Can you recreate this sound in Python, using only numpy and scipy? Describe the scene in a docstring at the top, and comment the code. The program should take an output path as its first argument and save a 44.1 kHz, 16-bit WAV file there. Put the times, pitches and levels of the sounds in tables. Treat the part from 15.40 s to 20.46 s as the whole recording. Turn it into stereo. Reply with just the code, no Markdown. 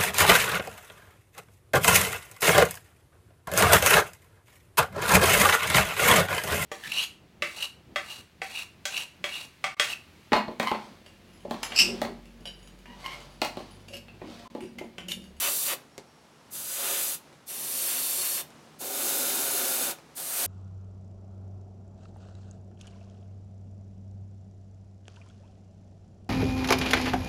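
"""A workbench in a small room, where an airbrush sprays a hand-held model part in five bursts.
Turbulence at the nozzle hisses, with breathy edge tones; the jet rushes louder where it strikes the
part and roars in its hollows and in the cupped hand. Each new grip colours the sound anew.
Between bursts the part clicks as it is turned. A fan hums throughout; a thin whine comes and goes."""
import sys
import numpy as np
from scipy import signal
from scipy.fft import rfft, irfft
from scipy.io import wavfile
from scipy.ndimage import uniform_filter1d, map_coordinates

SR = 44100
rng = np.random.default_rng(int(sys.argv[2]) if len(sys.argv) > 2 else 0)


def unload_audio(sound):
    """Save the sound as a 16-bit wav file, at the path given as the first command line argument."""
    columns = np.transpose(np.atleast_2d(sound))
    # keep every value between -1 and 1, then stretch to whole-number steps
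    steps = np.round(np.clip(columns, -1, 1) * 32767)
    wavfile.write(sys.argv[1], SR, steps.astype(np.int16))


N = 223229
TIME = np.arange(N) / SR
FREQ = np.arange(N // 2 + 1) * SR / N


def undb(db):
    """Amplitude ratio of a level in decibels."""
    return 10 ** (np.asarray(db) / 20)


def unit(x):
    """Normalisation to rms 1."""
    return x / np.sqrt(np.mean(x ** 2))


def slope(points):
    """Spectral envelope in dB, interpolated on a log-frequency axis."""
    hz, db = np.transpose(points)
    return np.interp(np.log(FREQ + 1), np.log(hz), db)


def bell(centre, width, axis=FREQ):
    """Gaussian of height 1 and the given full width at half height."""
    return .5 ** ((2 * (axis - centre) / width) ** 2)


def bumps(rows):
    """Superposition of spectral peaks and dips, in dB."""
    return sum(db * bell(hz, width) for hz, width, db in rows)


def ramp(start, length_s):
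    """Linear rise from 0 to 1."""
    return np.clip((TIME - start) / length_s, 0, 1)


def walk(rate_hz):
    """Smooth random modulation of rms 1."""
    hold = max(int(SR / rate_hz), 1)
    steps = np.repeat(rng.standard_normal(N // hold + 1), hold)[:N]
    return unit(uniform_filter1d(steps, hold))


def noise(gain):
    """Spectrally shaped Gaussian noise of rms 1."""
    return unit(irfft(rfft(rng.standard_normal(N)) * gain, N))


def stereo_noise(db, side_level):
    """Partial coherence: the weaker the side signal, the more alike the noise in both ears."""
    mid, side = rfft(rng.standard_normal((2, N))) * undb(db)
    side = side * undb(slope(side_level))
    return unit(irfft(np.array([mid + side, mid - side]), N))


# Fan spectrum: (frequency [Hz], relative density [dB])
FAN_SPECTRUM = [(20, -39), (42, -22), (68, -5), (100, -6), (140, 4.5), (220, -3), (330, 0), (600, -3),
                (1000, -4), (1700, -9.5), (3000, -13.5), (5500, -16), (10000, -23.5), (15500, -35)]
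# Humming bands: (frequency [Hz], width [Hz], gain [dB])
FAN_PEAKS = [(72, 9.2, 4.5), (152.3, 6, 7.5), (226, 10.5, 12), (257, 23, 6), (1340, 26, 1), (2900, 140, 3),
             (11080, 200, 8)]
# Stereo width of the fan: (frequency [Hz], side minus mid [dB])
FAN_WIDTH = [(30, -7), (80, -6), (170, -9), (350, -2.5), (1000, -10.5), (4000, -29.5), (12000, -6)]

def fan(level_db):
    """Broadband flow noise, with narrow bands that are heard as a hum."""
    rush = stereo_noise(slope(FAN_SPECTRUM) + bumps(FAN_PEAKS), FAN_WIDTH)
    return rush * undb(level_db + 1.3 * walk(7.17))


# Spells of the whine: (start [s], duration [s], relative level [dB])
WHINE_SPELLS = [(.39, .04, -76), (.52, 0.05, -72), (.678, .2, -73), (.92, .08, -78)]

def whine(gain_db, hz=5561, edge_s=.012, fade_db_per_s=44):
    """Random frequency modulation makes a thin tone waver; each spell fades slowly, then stops."""
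    tone = np.sqrt(2) * np.sin(2 * np.pi * np.cumsum(hz + 4 * walk(28)) / SR)
    envelope = 0
    for start, length_s, db in WHINE_SPELLS:
        gate = ramp(start - edge_s, edge_s) - ramp(start + length_s, edge_s)
        envelope += gate * undb(db - fade_db_per_s * np.maximum(TIME - start, 0))
    return tone * envelope * undb(gain_db)


def room(x, wet_db, t60_s, treble_db):
    """Reverberation: diffuse reflections decay exponentially, duller than the direct sound."""
    age = TIME[:SR // 2]
    tail = rng.standard_normal(len(age)) * np.exp(-np.log(1000) * age / t60_s) * (age > .004)
    tail = tail / np.sqrt(np.sum(tail ** 2))
    dull = irfft(rfft(x) * undb(slope([(700, 0.5), (4000, -3.5), (14000, treble_db)])), N)
    return x + undb(wet_db) * signal.fftconvolve(dull, tail[None], axes=1)[:, :N]


# Ringing bands of part and fingers: (frequency [Hz], width [Hz], relative level [dB], T60 [s])
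PART_RESONANCES = [(322, 400, 2, 0.089), (543, 150, -2.5, 0.06), (810, 190, -2, 0.13),
                   (1410, 820, -4, 0.07), (2360, 720, -2.5, 0.052), (4450, 4100, -5.5, 0.11),
                   (7200, 7900, -9.5, 0.12)]
# Spectrum of the contact snap: (frequency [Hz], gain [dB])
SNAP_SPECTRUM = [(200, -10), (1500, -4), (3000, -4), (4800, -3), (7200, 2), (9000, -10), (12000, -10),
                 (16000, -18)]
# Clicks of the turned part: (time [s], relative level [dB], extra gain of the snap [dB])
CLICKS = [(.5799, -42.5, 1.5), (.5962, -63, -6), (.635, -69, -14), (1.927, -55, -16), (3.105, -58, 4),
          (4.586, -53.5, -8)]

def handling_clicks(ring_db, snap_db):
    """Impact excitation: a sharp contact sets the plastic ringing, damped by the fingers."""
    bands = [(undb(db) * noise(bell(hz, width)), t60) for hz, width, db, t60 in PART_RESONANCES]
    body, contacts = np.zeros(N), np.zeros(N)
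    for start, db, contact_db in CLICKS:
        age = np.maximum(TIME - start, 0)
        ring = sum(band * np.exp(-np.log(1000) * age / t60) for band, t60 in bands)
        body += undb(db + ring_db) * (TIME >= start) * ring
        contacts[int(start * SR)] += undb(db + contact_db + snap_db)
    # the contact pushes and lets go: a 90-degree phase shift gives one up-down swing
    return body + irfft(1j * rfft(contacts) * undb(slope(SNAP_SPECTRUM)), N)


def reflections(x, drift_s, share, longest_s, count):
    """Comb filtering: bench, arms and bottles return weak copies whose delays slide as hands move."""
    out = x.copy()
    for place, sway, sign in rng.uniform(-1, 1, (count, 3)):
        delay_s = longest_s * (2 + place * np.sqrt(2)) / (2 + np.sqrt(2)) + sway * drift_s
        positions = [np.arange(N) - delay_s * SR]
        echo = np.array([map_coordinates(ear, positions, order=3, mode="wrap") for ear in x])
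        out += np.sign(sign) * share / np.sqrt(count) * echo
    return unit(out)


# Breathy whistles: (start [s], stop [s], first frequency [Hz], last frequency [Hz], width [Hz],
# level against the nozzle hiss [dB])
EDGE_TONES = [(-.005, 0.07, 6000, 6000, 100, -11), (2.065, 3.032, 8930, 8680, 330, -11.5),
              (2.291, 3.027, 4570, 4400, 220, -18), (3.485, 4.534, 10090, 10180, 300, -10.5),
              (3.474, 4.53, 12060, 12060, 240, -12), (4.774, 5.1, 6000, 6100, 120, -18)]

def edge_tones():
    """Edge tones: the grazing jet sheds narrow bands of noise that glide and waver as the part moves."""
    out = 0
    for start, stop, first_hz, last_hz, width, db in EDGE_TONES:
        hz = np.interp(TIME, [start, stop], [first_hz, last_hz]) * (1 + .003 * walk(9))
        phase = 2 * np.pi * np.cumsum(hz) / SR
        band = noise(bell(0, width)) * np.cos(phase) + noise(bell(0, width)) * np.sin(phase)
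        gate = np.clip(np.minimum(TIME - start, stop - TIME) / 0.028, 0, 1)
        out += undb(db) * band * gate
    return out


# Passes of the jet over the part: (centre [s], duration [s], strike gain [dB], roar gain [dB])
SWEEPS = [(0.057, .11, 18, 9.5), (0.312, 0.096, 16.5, 13), (1.48, 0.31, 10.5, 13.5), (2.545, 0.1, 5, 0.5),
          (2.85, 0.052, 5, -4.5), (2.996, 0.05, 3, 4.5), (3.408, 0.23, -2, 5), (5.02, 0.12, 5, 3)]

def aim(roar_lag_s=0.023):
    """Jet impingement: gains in dB as the jet sweeps the face of the part first, then its hollows."""
    strike_db = sum(db * bell(s, length_s, TIME) for s, length_s, db, _ in SWEEPS)
    roar_db = sum(db * bell(s + roar_lag_s, length_s, TIME) for s, length_s, _, db in SWEEPS)
    return strike_db, roar_db


# Spectra of nozzle, struck part and hollows: (frequency [Hz], relative density [dB])
HISS_SPECTRUM = [(300, -40), (2500, -15.5), (4300, -5), (6000, -3.5), (8000, -1), (10000, 0), (12500, 0.5),
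                 (14500, -1), (16000, -7)]
STRIKE_SPECTRUM = [(200, -44), (650, -5), (1050, 1.5), (2000, 1.5), (3400, 1.5), (4600, -2.5), (7000, -4),
                   (15000, -15)]
ROAR_SPECTRUM = [(100, -35), (190, -14.5), (245, -3.5), (380, -2.5), (560, 0.5), (820, -3.5), (1100, -12),
                 (2500, -36), (8000, -52)]
# Resonances between hands and bench: (frequency [Hz], width [Hz], gain [dB])
CAVITY_PEAKS = [(255.5, 6, 7), (383, 30.6, 7), (561, 25, 3.5), (754, 26, 2.5)]
# Faint left-right difference in the treble of a nearly mono sound: (frequency [Hz], side minus mid [dB])
SIDE_LEVEL = [(200, -29), (1000, -71), (2500, -84), (5000, -49), (7500, -27.5), (12000, -19.5)]

def jet_noise():
    """Turbulence radiates a hiss at the nozzle, a rush where it strikes and a roar in resonant hollows."""
    drift_s = 2.5e-5 * walk(3.0)
    hiss = stereo_noise(slope(HISS_SPECTRUM), SIDE_LEVEL)
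    hiss = reflections(hiss, drift_s, share=0.38, longest_s=.006, count=6)
    strike = stereo_noise(slope(STRIKE_SPECTRUM), SIDE_LEVEL)
    strike = reflections(strike, drift_s, share=0.2, longest_s=.012, count=4)
    roar = stereo_noise(slope(ROAR_SPECTRUM) + bumps(CAVITY_PEAKS), SIDE_LEVEL)
    hiss += edge_tones()
    aim_strike_db, aim_roar_db = aim()
    # paint leaves the needle unevenly, and the jet buffets the edges of the part
    hiss *= undb(0.9 + 0.36 * walk(70))
    strike *= undb(aim_strike_db + 0.56 + .5 * walk(45))
    roar *= undb(aim_roar_db - 0.5 + .5 * walk(50))
    return hiss, strike, roar


def valve(start, stop, opening_s, decay_s):
    """Flow transients: air builds smoothly until the start and decays exponentially after the stop."""
    press = np.sin(np.pi / 2 * ramp(start - opening_s, opening_s)) ** 2
    release = np.exp(-np.maximum(TIME - stop, 0) / decay_s)
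    return press, release


def trigger(start, stop, pull_s, rest_s=0.064, ease_s=0.059):
    """Throttling: gains in dB rise as the trigger is pulled back; the hiss sinks as it eases forward."""
    idle = 1 - ramp(start + rest_s, pull_s - rest_s)
    eased = ramp(stop - ease_s, ease_s)
    hiss_db = -7 * idle - 4.5 * eased
    part_db = -5.5 * idle
    return hiss_db, part_db


# Bands that part and fingers reinforce or cancel in each grip: (frequency [Hz], width [Hz], gain [dB])
GRIP_1 = [(232, 160, -4.5), (585, 76, 3.5), (870, 92, -1.5), (1145, 140, 5), (1620, 150, -4.5),
          (2660, 140, 5.5), (3006, 81, 7), (3240, 160, -2.5), (3600, 240, 3.5), (4080, 270, -1),
          (4680, 500, 4), (5050, 990, -4.0), (6560, 490, -4), (8040, 270, -1.5), (10150, 540, 2.5)]
GRIP_2 = [(230, 200, -4), (580, 140, 2), (1450, 100, 1.5), (2650, 1000, -4), (2750, 690, 6), (3610, 190, 4),
          (4500, 180, -3), (4920, 230, 3.0), (5350, 1040, -4.0), (6000, 200, 5), (6830, 220, 2),
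          (7650, 160, -2.5), (8140, 350, 4), (10200, 340, 5), (11300, 230, 4.5), (14020, 230, 5.0),
          (14100, 260, -6.5), (14900, 300, 2)]
GRIP_3 = [(1080, 81, 4.5), (2710, 220, 2), (3320, 270, -4.5), (3480, 2200, 3.5), (3980, 310, -5.5),
          (4840, 580, -4), (6480, 200, -1.5), (6700, 180, -5), (7800, 330, -2), (9380, 240, -1),
          (10830, 560, 4), (11600, 240, 4.5), (12900, 160, -3.0), (13500, 280, 5.5), (14620, 530, -4.0)]
GRIP_4 = [(130, 69, 8.5), (566, 55, 1.5), (785, 89, 4), (1010, 800, -1), (1434, 200, 6.0),
          (1920, 270, -4.5), (3330, 124, -13), (3600, 510, 3), (4760, 170, -3), (6130, 1300, -2.5),
          (6370, 670, 4), (8000, 260, 1), (9260, 320, -3), (10900, 220, 1.5), (11080, 160, 0),
          (13100, 160, -6), (13770, 160, -5), (14120, 190, -3)]
GRIP_5 = [(670, 250, 6), (940, 130, -1.5), (1370, 220, 4.5), (3330, 170, -1), (5400, 490, -2.5),
          (7660, 180, -6), (8760, 1100, 4.5), (10520, 630, 3.5), (12000, 1300, 3.5), (13240, 330, -6)]
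# Bursts, with relative levels at full trigger: (air on [s], air off [s], valve opening [s],
# trigger pull [s], decay constant [s], hiss [dB], strike [dB], roar [dB], grip)
BURSTS = [(-.4, 0.337, .03, .3, 0.013, -28.5, -48.5, -52.5, GRIP_1),
          (1.156, 1.749, 0.06, 0.35, 0.015, -30, -45.5, -56, GRIP_2),
          (2.102, 3.009, 0.046, 0.31, 0.014, -30, -44, -49, GRIP_3),
          (3.422, 4.513, 0.04, 0.24, 0.014, -29, -37.5, -40, GRIP_4),
          (4.781, 5.11, 0.037, 0.22, .017, -30, -41.5, -47.5, GRIP_5)]

def airbrush():
    """Source and filter: one valve gates the jet noise, and interference at each grip colours it."""
    hiss, strike, roar = jet_noise()
    out = 0
    for start, stop, opening_s, pull_s, decay_s, hiss_db, strike_db, roar_db, grip in BURSTS:
        pull_hiss_db, pull_part_db = trigger(start, stop, pull_s)
        press, release = valve(start, stop, opening_s, decay_s)
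        at_nozzle = hiss * undb(hiss_db + pull_hiss_db)
        at_part = (strike * undb(strike_db) + roar * undb(roar_db)) * undb(pull_part_db)
        # the nozzle hisses first; only a fully grown jet reaches the part
        air = press * release * (at_nozzle + press ** 2 * at_part)
        out += irfft(rfft(air) * undb(bumps(grip) - 0.79), N)
    return out


def scene():
    """Superposition: spray and clicks reverberate in the room, over the fan and the whine."""
    near = airbrush() + handling_clicks(ring_db=-2, snap_db=27.5)
    in_room = room(near, wet_db=-7.5, t60_s=0.24, treble_db=-12)
    return in_room + fan(level_db=-54.5) + whine(gain_db=2.0)


def record(dry):
    """Band limiting: a steep elliptic low-pass removes the highest treble."""
    cutoff_hz = 15900
    return signal.sosfilt(signal.ellip(12, .1, 80, cutoff_hz, fs=SR, output="sos"), dry)


dry = scene()
out = record(dry)
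unload_audio(out)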